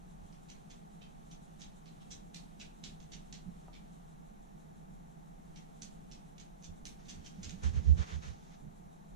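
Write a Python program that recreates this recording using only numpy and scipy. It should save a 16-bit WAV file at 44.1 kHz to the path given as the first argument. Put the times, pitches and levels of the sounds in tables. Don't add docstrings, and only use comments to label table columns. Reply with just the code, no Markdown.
import sys
import numpy as np
from scipy import signal
from scipy.fft import rfft, irfft, next_fast_len
from scipy.io import wavfile
from scipy.ndimage import map_coordinates

SR = 44100
rng = np.random.default_rng(int(sys.argv[2]) if len(sys.argv) > 2 else 0)


def file_out(sig):
    cols = np.atleast_2d(sig).T
    lim = np.clip(cols, -1, 1)
    pcm = np.round(lim * 32767).astype(np.int16)
    wavfile.write(sys.argv[1], SR, pcm)


N = 403647


def amp(db):
    return 10 ** (np.asarray(db) / 20)


def unit(x):
    return x / np.sqrt(np.mean(x ** 2) + 1e-20)


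def along(points, hz):
    f, v = np.transpose(points)
    return np.interp(np.log(hz + 1), np.log(f + 1), v)


def wobble(rate):
    knots = rng.standard_normal(int(N * rate / SR) + 4)
    return map_coordinates(knots, [np.arange(N) * rate / SR])


def filtered(x, response):
    n = x.shape[-1]
    m = next_fast_len(n + 8192)
    return irfft(rfft(x, m) * response(np.fft.rfftfreq(m, 1 / SR)), m)[..., :n]


def causal(level_db):
    cepstrum = irfft(np.log(amp(level_db)))
    half = len(cepstrum) // 2
    cepstrum[1:half] *= 2
    cepstrum[half + 1:] = 0
    return irfft(np.exp(rfft(cepstrum)))


def add(track, s, sound):
    part = track[..., round(s * SR):][..., :sound.shape[-1]]
    part += sound[..., :part.shape[-1]]


def pan(left_db):
    return amp(np.array([[left_db], [-left_db]]) / 2)


def stroke(start_s, end_s, attack_s, fade_db_per_s):
    t = np.arange(N) / SR
    rise = np.exp(-(np.minimum(t - start_s, 0) / attack_s) ** 2)
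    return rise * amp(-fade_db_per_s * np.maximum(t - end_s, 0))


# pitch_hz, likeness (-1 to 1)
CHANNEL_LIKENESS = [(60, 0.69), (170, 0.2), (290, -0.32), (640, -0.89), (1410, -0.7), (3100, 0.38),
                    (7000, 0.26), (15000, -0.0048)]


def diffuse(pair, tone):
    def mid_side_response(hz):
        turn = np.arccos(np.clip(along(CHANNEL_LIKENESS, hz), -1, 1)) / 2
        return amp(along(tone, hz)) * [np.cos(turn), np.sin(turn)]

    mid, side = filtered(pair, mid_side_response)
    return unit(np.array([mid + side, mid - side]))


def swells(blows, lag=0):
    out, t = np.zeros(N), np.arange(-SR // 6, SR // 6) / SR
    for s, db, pitch_hz, half_s in blows:
        swell = np.exp(-(t / half_s) ** 2)
        add(out, s + t[0], amp(db) * swell * np.cos(2 * np.pi * pitch_hz * t - lag))
    return out


def grumble(blows, tone):
    t = np.arange(N) / SR
    press = sum(amp(db) / np.cosh(np.clip((t - s) / half_s, -20, 20)) for s, db, half_s in blows)
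    return press * diffuse(rng.standard_normal((2, N)), tone)


# pitch_hz, t60_s
ROOM_DECAY = [(200, 1), (2000, 0.29), (3500, 0.28), (6500, 0.21), (12000, 0.44)]


def room_answer(wet_db, walls_db, build_s, smear_s=0.0034):
    hz, t, z = signal.stft(rng.standard_normal((2, SR // 3)), SR, nperseg=256)
    decay = amp(-60 * t / along(ROOM_DECAY, hz)[:, None])
    build = 1 - np.exp(-t / build_s)
    tail = signal.istft(z * decay * build, SR, nperseg=256)[1]
    answer = amp(wet_db) * tail / np.linalg.norm(tail[0])
    for side in answer:
        delays_s = rng.uniform(.003, .02, size=6)
        side[(SR * delays_s).astype(int)] += amp(walls_db) * rng.standard_normal(6)
    t = np.arange(SR // 200) / SR
    shared = rng.standard_normal(len(t))
    near = (shared + 0.49 * rng.standard_normal((2, len(t)))) * np.exp(-t / smear_s)
    near = irfft(np.exp(1j * np.angle(rfft(near))))
    add(answer, 0, pan(-4.0) * near * np.exp(-t / 0.0079))
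    return answer / np.linalg.norm(answer)


# start_s, level_db (relative), scuff_share (0 click to 1 scuff),
# last_nail_share (0-1), ring_hz, bright_db (weight of the treble tilt), snap_db (top treble)
STEPS = [(.326, -68, 0.4, 0, 2300, 1, -5), (.492, -55.5, .9, .02, 6040, 2, -4),
         (.702, -58, .9, 0, 6370, 2, -3), (1.015, -59.5, 0.9, .01, 2600, -3, -15),
         (1.309, -58.5, 1, 0.1, 6200, 2, 0), (1.602, -52.5, .8, 0.65, 6430, 3.5, -10),
         (1.854, -62.5, 0.9, 0.44, 4000, 1, -12), (2.007, -67, .7, 0, 5940, -4, 2),
         (2.106, -49, 0.7, 0.4, 3900, 7.5, -13), (2.345, -50, 0.25, 0.2, 4340, 2.5, 4),
         (2.599, -50, 0.57, 0.47, 2620, 1, -8), (2.839, -47.5, 0.27, 0.13, 3890, 3, -6),
         (3.002, -62.5, 0.15, 0.35, 6350, 1.5, -1), (3.12, -51, 0.47, 0.48, 6010, 1.5, -9),
         (3.326, -51.5, .06, 0.3, 4260, 4.5, -20), (3.73, -58.5, 1, 0.36, 2360, -2.5, -15),
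         (5.56, -58, 0.45, 0, 5800, 0.5, -15), (5.82, -49, 0.16, 0, 6430, 5.5, -3),
         (6.115, -55.5, 0.7, 0.1, 5400, 4, -11), (6.381, -56, 0.16, 0.66, 6450, 2, -4),
         (6.625, -54, 0.6, 0.78, 6100, 6.5, -9), (6.854, -49, 0.07, 0.22, 6200, 3.5, 8),
         (7.05, -65.5, .7, .1, 6500, 4, 0), (7.089, -49, 1, 0, 6140, 3.5, -7),
         (7.245, -53.5, 0.8, 0.66, 3120, 5.5, -4), (7.431, -47.5, 0.44, .4, 6700, 2.5, -7),
         (7.494, -51.5, .05, 0.1, 6500, 2, -3), (7.635, -54.5, 0, 0.1, 5360, 11, 0)]
ROLL_S, ROLL_DB = .017, -54
QUICKEN_DB = 16
LAST_SCUFF, LAST_DULL_DB = 0.25, 5


def nails():
    for s, db, scuff, late, ring_hz, bright_db, snap_db in STEPS:
        late = np.clip(late, .01, .99)
        roll_s = ROLL_S * 2 ** ((ROLL_DB - db) / QUICKEN_DB)
        yield s, db + 10 * np.log10(1 - late), scuff, (ring_hz, bright_db, snap_db)
        last_colour = (ring_hz, bright_db, snap_db - LAST_DULL_DB)
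        yield s + roll_s, db + 10 * np.log10(late), LAST_SCUFF, last_colour


# pitch_hz, level_db (relative)
CLAW_TONE = [(800, -22.5), (1400, -9), (2000, -4), (2500, -0.5), (3200, 1), (4000, 0.5), (4900, -3.5),
             (5600, -2), (6400, -2.5), (7200, -6.5), (9000, -16), (13000, -34), (15500, -52)]


def claws(scuff_s=0.0098, lead_s=.014, catches_per_s=900, ring_db=7.0, ring_width_hz=170,
          uneven_db=1.25, gain_db=34):
    out, t = np.zeros((2, N)), np.arange(SR // 16) / SR - lead_s
    hz = np.fft.rfftfreq(1024, 1 / SR)
    for s, db, scuff, (ring_hz, bright_db, snap_db) in nails():
        share = np.clip(scuff, 0, 1)
        swell = np.exp(-((t - .006) / scuff_s) ** 2)
        catches = rng.standard_normal(len(t)) * (rng.random(len(t)) < catches_per_s / SR) * swell
        force = np.sqrt(share) * catches / np.linalg.norm(catches)
        force[round(lead_s * SR)] += 1 - share
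        ring = ring_db / (1 + ((hz - ring_hz) / ring_width_hz) ** 2)
        uneven = uneven_db * map_coordinates(rng.standard_normal(256), [hz / 300])
        bright = bright_db * along([(4000, -1.1), (6000, 0.26), (9000, 0.2)], hz)
        snap = snap_db * along([(7500, 0), (11000, 1)], hz)
        colour_db = along(CLAW_TONE, hz) + bright + snap + ring + uneven
        click = signal.fftconvolve(force, causal(colour_db))
        room = room_answer(wet_db=2.3 + 1.6 * share, walls_db=-11.5, build_s=0.0085)
        heard = signal.fftconvolve(click[None], room, axes=1)
        add(out, s - lead_s, amp(db + gain_db) * heard / np.linalg.norm(heard))
    return out * pan(-2.0)


# pitch_hz, phase_rad
CLAW_PHASE = [(500, 4.5), (1700, 2.5), (3200, 1.33), (4500, -0.2), (6500, -0.9), (10000, -4.2)]


def phase_spread(pair):
    signs = np.array([[1], [-1]])
    return filtered(pair, lambda hz: np.exp(.5j * signs * along(CLAW_PHASE, hz)))


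# pitch_hz, level_db (relative)
TREAD_TONE = [(20, -2), (45, -2), (80, -9.5), (120, -13), (170, -1), (215, -1), (300, -11), (800, -24),
              (1500, -47.5)]
TREAD_DB, TREAD_LAG_S, TREAD_HALF_S = -7, 0.027, 0.052


def tread():
    loads = [(s + TREAD_LAG_S, db + TREAD_DB, TREAD_HALF_S) for s, db, *_ in STEPS]
    return grumble(loads, TREAD_TONE) * pan(-3)


# crest_s, level_db (relative), pitch_hz
PAW_FALLS = [(.24, -54, 81.4), (3.484, -41.5, 176.4), (6.7, -45, 79), (7.189, -47, 81), (7.401, -43.5, 182),
             (7.474, -43.5, 82.4), (7.539, -41, 176), (8.657, -39, 156.5)]
PAD_HALF_S, JOIST_DB = 0.022, -10


def paws(boom_db=-3):
    boom = swells([(s, db, hz, PAD_HALF_S) for s, db, hz in PAW_FALLS])
    loads = [(s, db + JOIST_DB, PAD_HALF_S) for s, db, _ in PAW_FALLS]
    joists = grumble(loads, [(25, 6.0), (90, -1), (190, 3.5), (300, -10.5), (1000, -34), (3000, -68)])
    return (amp(boom_db) * boom + joists) * pan(-10)


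# crest_s, level_db (boom envelope peak, right channel), half_length_s
BOUNDS = [(7.673, -20, 0.029), (7.775, -21, 0.025), (7.909, -12.5, 0.035), (8.007, -22, 0.017),
          (8.161, -30, 0.031), (8.294, -36.5, 0.032)]
SEAT_HZ = 73.6
FRAME_DB, FRAME_GROWS = -28.5, 0.58


def sofa(left_db=-11):
    blows = [(s, db, SEAT_HZ, half_s) for s, db, half_s in BOUNDS]
    boom = np.array([amp(left_db) * swells(blows, lag=2.4), swells(blows)])
    strain = [(s, FRAME_DB + FRAME_GROWS * db, half_s) for s, db, half_s in BOUNDS]
    frame_tone = [(25, -12.0), (50, 5), (110, 2.0), (190, -2.5), (270, -15.5), (500, -20),
                  (1000, -47), (3000, -68)]
    return boom + grumble(strain, frame_tone) * pan(-5)


# start_s, held_s, level_db (relative)
RUBS = [(7.644, .025, -53.5), (7.744, 0.034, -59), (7.85, 0.057, -62.5), (7.987, 0.037, -55),
        (8.084, 0.07, -57.5), (8.235, 0.051, -57.5), (8.525, 0.017, -69)]
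# start_s, end_s, level_db (relative)
RUSTLE_BED = (7, 8.55, -69.5)
# pitch_hz, level_db (relative)
LEATHER_TONE = [(200, -35), (400, -1), (700, -5.5), (1000, -3.5), (1700, -5), (2600, -10), (3600, -9),
                (4900, -13.5), (6300, -8), (7300, -15.5), (8400, -24), (13000, -46)]
RUB_ATTACK_S, RUB_FADE_DB_PER_S = 0.018, 220


def leather(grain_db=0.5, crinkle=0.23, gain_db=2.6, wander_db=2.0, body_db_per_db=0.39):
    contacts = [(s, s + held_s, db) for s, held_s, db in RUBS] + [RUSTLE_BED]
    power = sum((amp(db) * stroke(start, end, RUB_ATTACK_S, RUB_FADE_DB_PER_S)) ** 2
                for start, end, db in contacts)
    rustle_db = 10 * np.log10(power + 1e-20)
    slips = unit(rng.standard_normal((2, N)) * amp(grain_db * wobble(700)))
    crinkles = unit(rng.standard_normal((2, N)) * (rng.random(N) < 150 / SR))
    rub = diffuse(slips + crinkle * crinkles, LEATHER_TONE)
    dull = filtered(rub, lambda hz: 1 / (1 + (hz / 3500) ** 4))
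    grip_db = wander_db * wobble(27) + body_db_per_db * (rustle_db + 65)
    return amp(rustle_db + gain_db) * (rub + (amp(grip_db) - 1) * dull) * pan(-1.6)


# start_s, end_s
BRUSHING = [(0, 4.04), (5.5, 6.3)]
# pitch_hz, level_db (relative)
COAT_TONE = [(500, -16), (1200, 2.5), (2000, -11), (3200, -4.5), (5000, -12.5), (9000, -9), (15000, -40)]


def coat(level_db=-76.0, uneven_db=2.5, attack_s=.1, fade_db_per_s=80):
    brushing = sum(stroke(start, end, attack_s, fade_db_per_s) for start, end in BRUSHING)
    level = amp(level_db + uneven_db * wobble(8))
    return brushing * level * diffuse(rng.standard_normal((2, N)), COAT_TONE) * pan(-2.1)


# start_s, level_db (peak of the direct ring, before the room is added)
KNOCKS = [(3.683, -43.5)]
# pitch_hz, level_db (relative), t60_s
WOOD_PARTIALS = [(470, -3, 0.065), (615, -3, 0.091), (726, 9, 0.052), (794, 5, 0.063), (950, -3, 0.15),
                 (1210, -3, 0.12), (1270, -6, .09)]


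def knock(wet_db=-6):
    out, t = np.zeros((2, N)), np.arange(SR // 5) / SR
    ring = sum(amp(db - 60 * t / t60) * np.sin(2 * np.pi * hz * t) for hz, db, t60 in WOOD_PARTIALS)
    ring /= np.abs(ring).max()
    for s, db in KNOCKS:
        room = signal.fftconvolve(ring[None], room_answer(wet_db=13, walls_db=-16, build_s=.005), axes=1)
        add(out, s, amp(db) * ring[None])
        add(out, s, amp(db + wet_db) * room)
    return out


# pitch_hz, level_db (relative)
SWISH_TONE = [(2000, -23), (3800, 6.5), (4800, -11), (6000, 2), (7700, 7), (8600, -9), (9800, 6),
              (11000, -17), (15000, -38)]
SWISH_RATE = 6


def swish(level_db=-76, first_s=.11, half_s=0.033):
    beats = (np.arange(N) / SR - first_s) * SWISH_RATE
    from_beat_s = (beats - np.round(beats)) / SWISH_RATE
    uneven_db = 1.8 * wobble(SWISH_RATE)
    pulse = np.exp(-(from_beat_s / half_s) ** 2) * amp(level_db + uneven_db)
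    return pulse * diffuse(rng.standard_normal((2, N)), SWISH_TONE) * pan(1.6)


# pitch_hz, level_db (relative)
HUM_TONE = [(10, -7.5), (30, 3), (42, 0.5), (55, -11), (80, -14), (115, -18), (152, -0.5), (190, 0.5),
            (260, -12), (360, -15), (470, -16), (560, -19), (680, -11), (850, -12), (1000, -23.5),
            (2500, -50.5)]
# pitch_hz, level_db (relative)
HISS_TONE = [(300, -32), (1100, 18.5), (2000, 9), (3000, 2), (3900, 3.5), (4800, -4.5), (6000, 3.5),
             (7600, 1), (8500, -5), (10000, 0), (11500, -7.5), (13500, -5), (15500, -23)]


def background(hum_db=-53.5, hiss_db=-69.0, surge_db=0.56):
    hum = amp(hum_db) * diffuse(rng.standard_normal((2, N)), HUM_TONE) * pan(-1.1)
    rumble = filtered(hum, lambda hz: 1 / (1 + (hz / 280) ** 4))
    surge = (amp(surge_db * wobble(6.2)) - 1) * rumble
    hiss = amp(hiss_db) * diffuse(rng.standard_normal((2, N)), HISS_TONE)
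    return hum + surge + hiss * pan(0.73)


def hum_tone(hz=162.4, level_db=-65, waver=0.54):
    phase = 2 * np.pi * hz * np.arange(N) / SR + waver * wobble(5)
    return amp(level_db) * np.sqrt(2) * np.sin(phase) * pan(-1.3)


def scene():
    dog = phase_spread(claws()) + paws() + coat() + sofa() + leather() + knock() + tread()
    return dog + swish() + background() + hum_tone()


TOP_HZ = 15700


def record(dry):
    return filtered(dry, lambda hz: (hz < TOP_HZ) / np.sqrt(1 + (hz / 14700) ** 40))


dry = scene()
out = record(dry)
file_out(out)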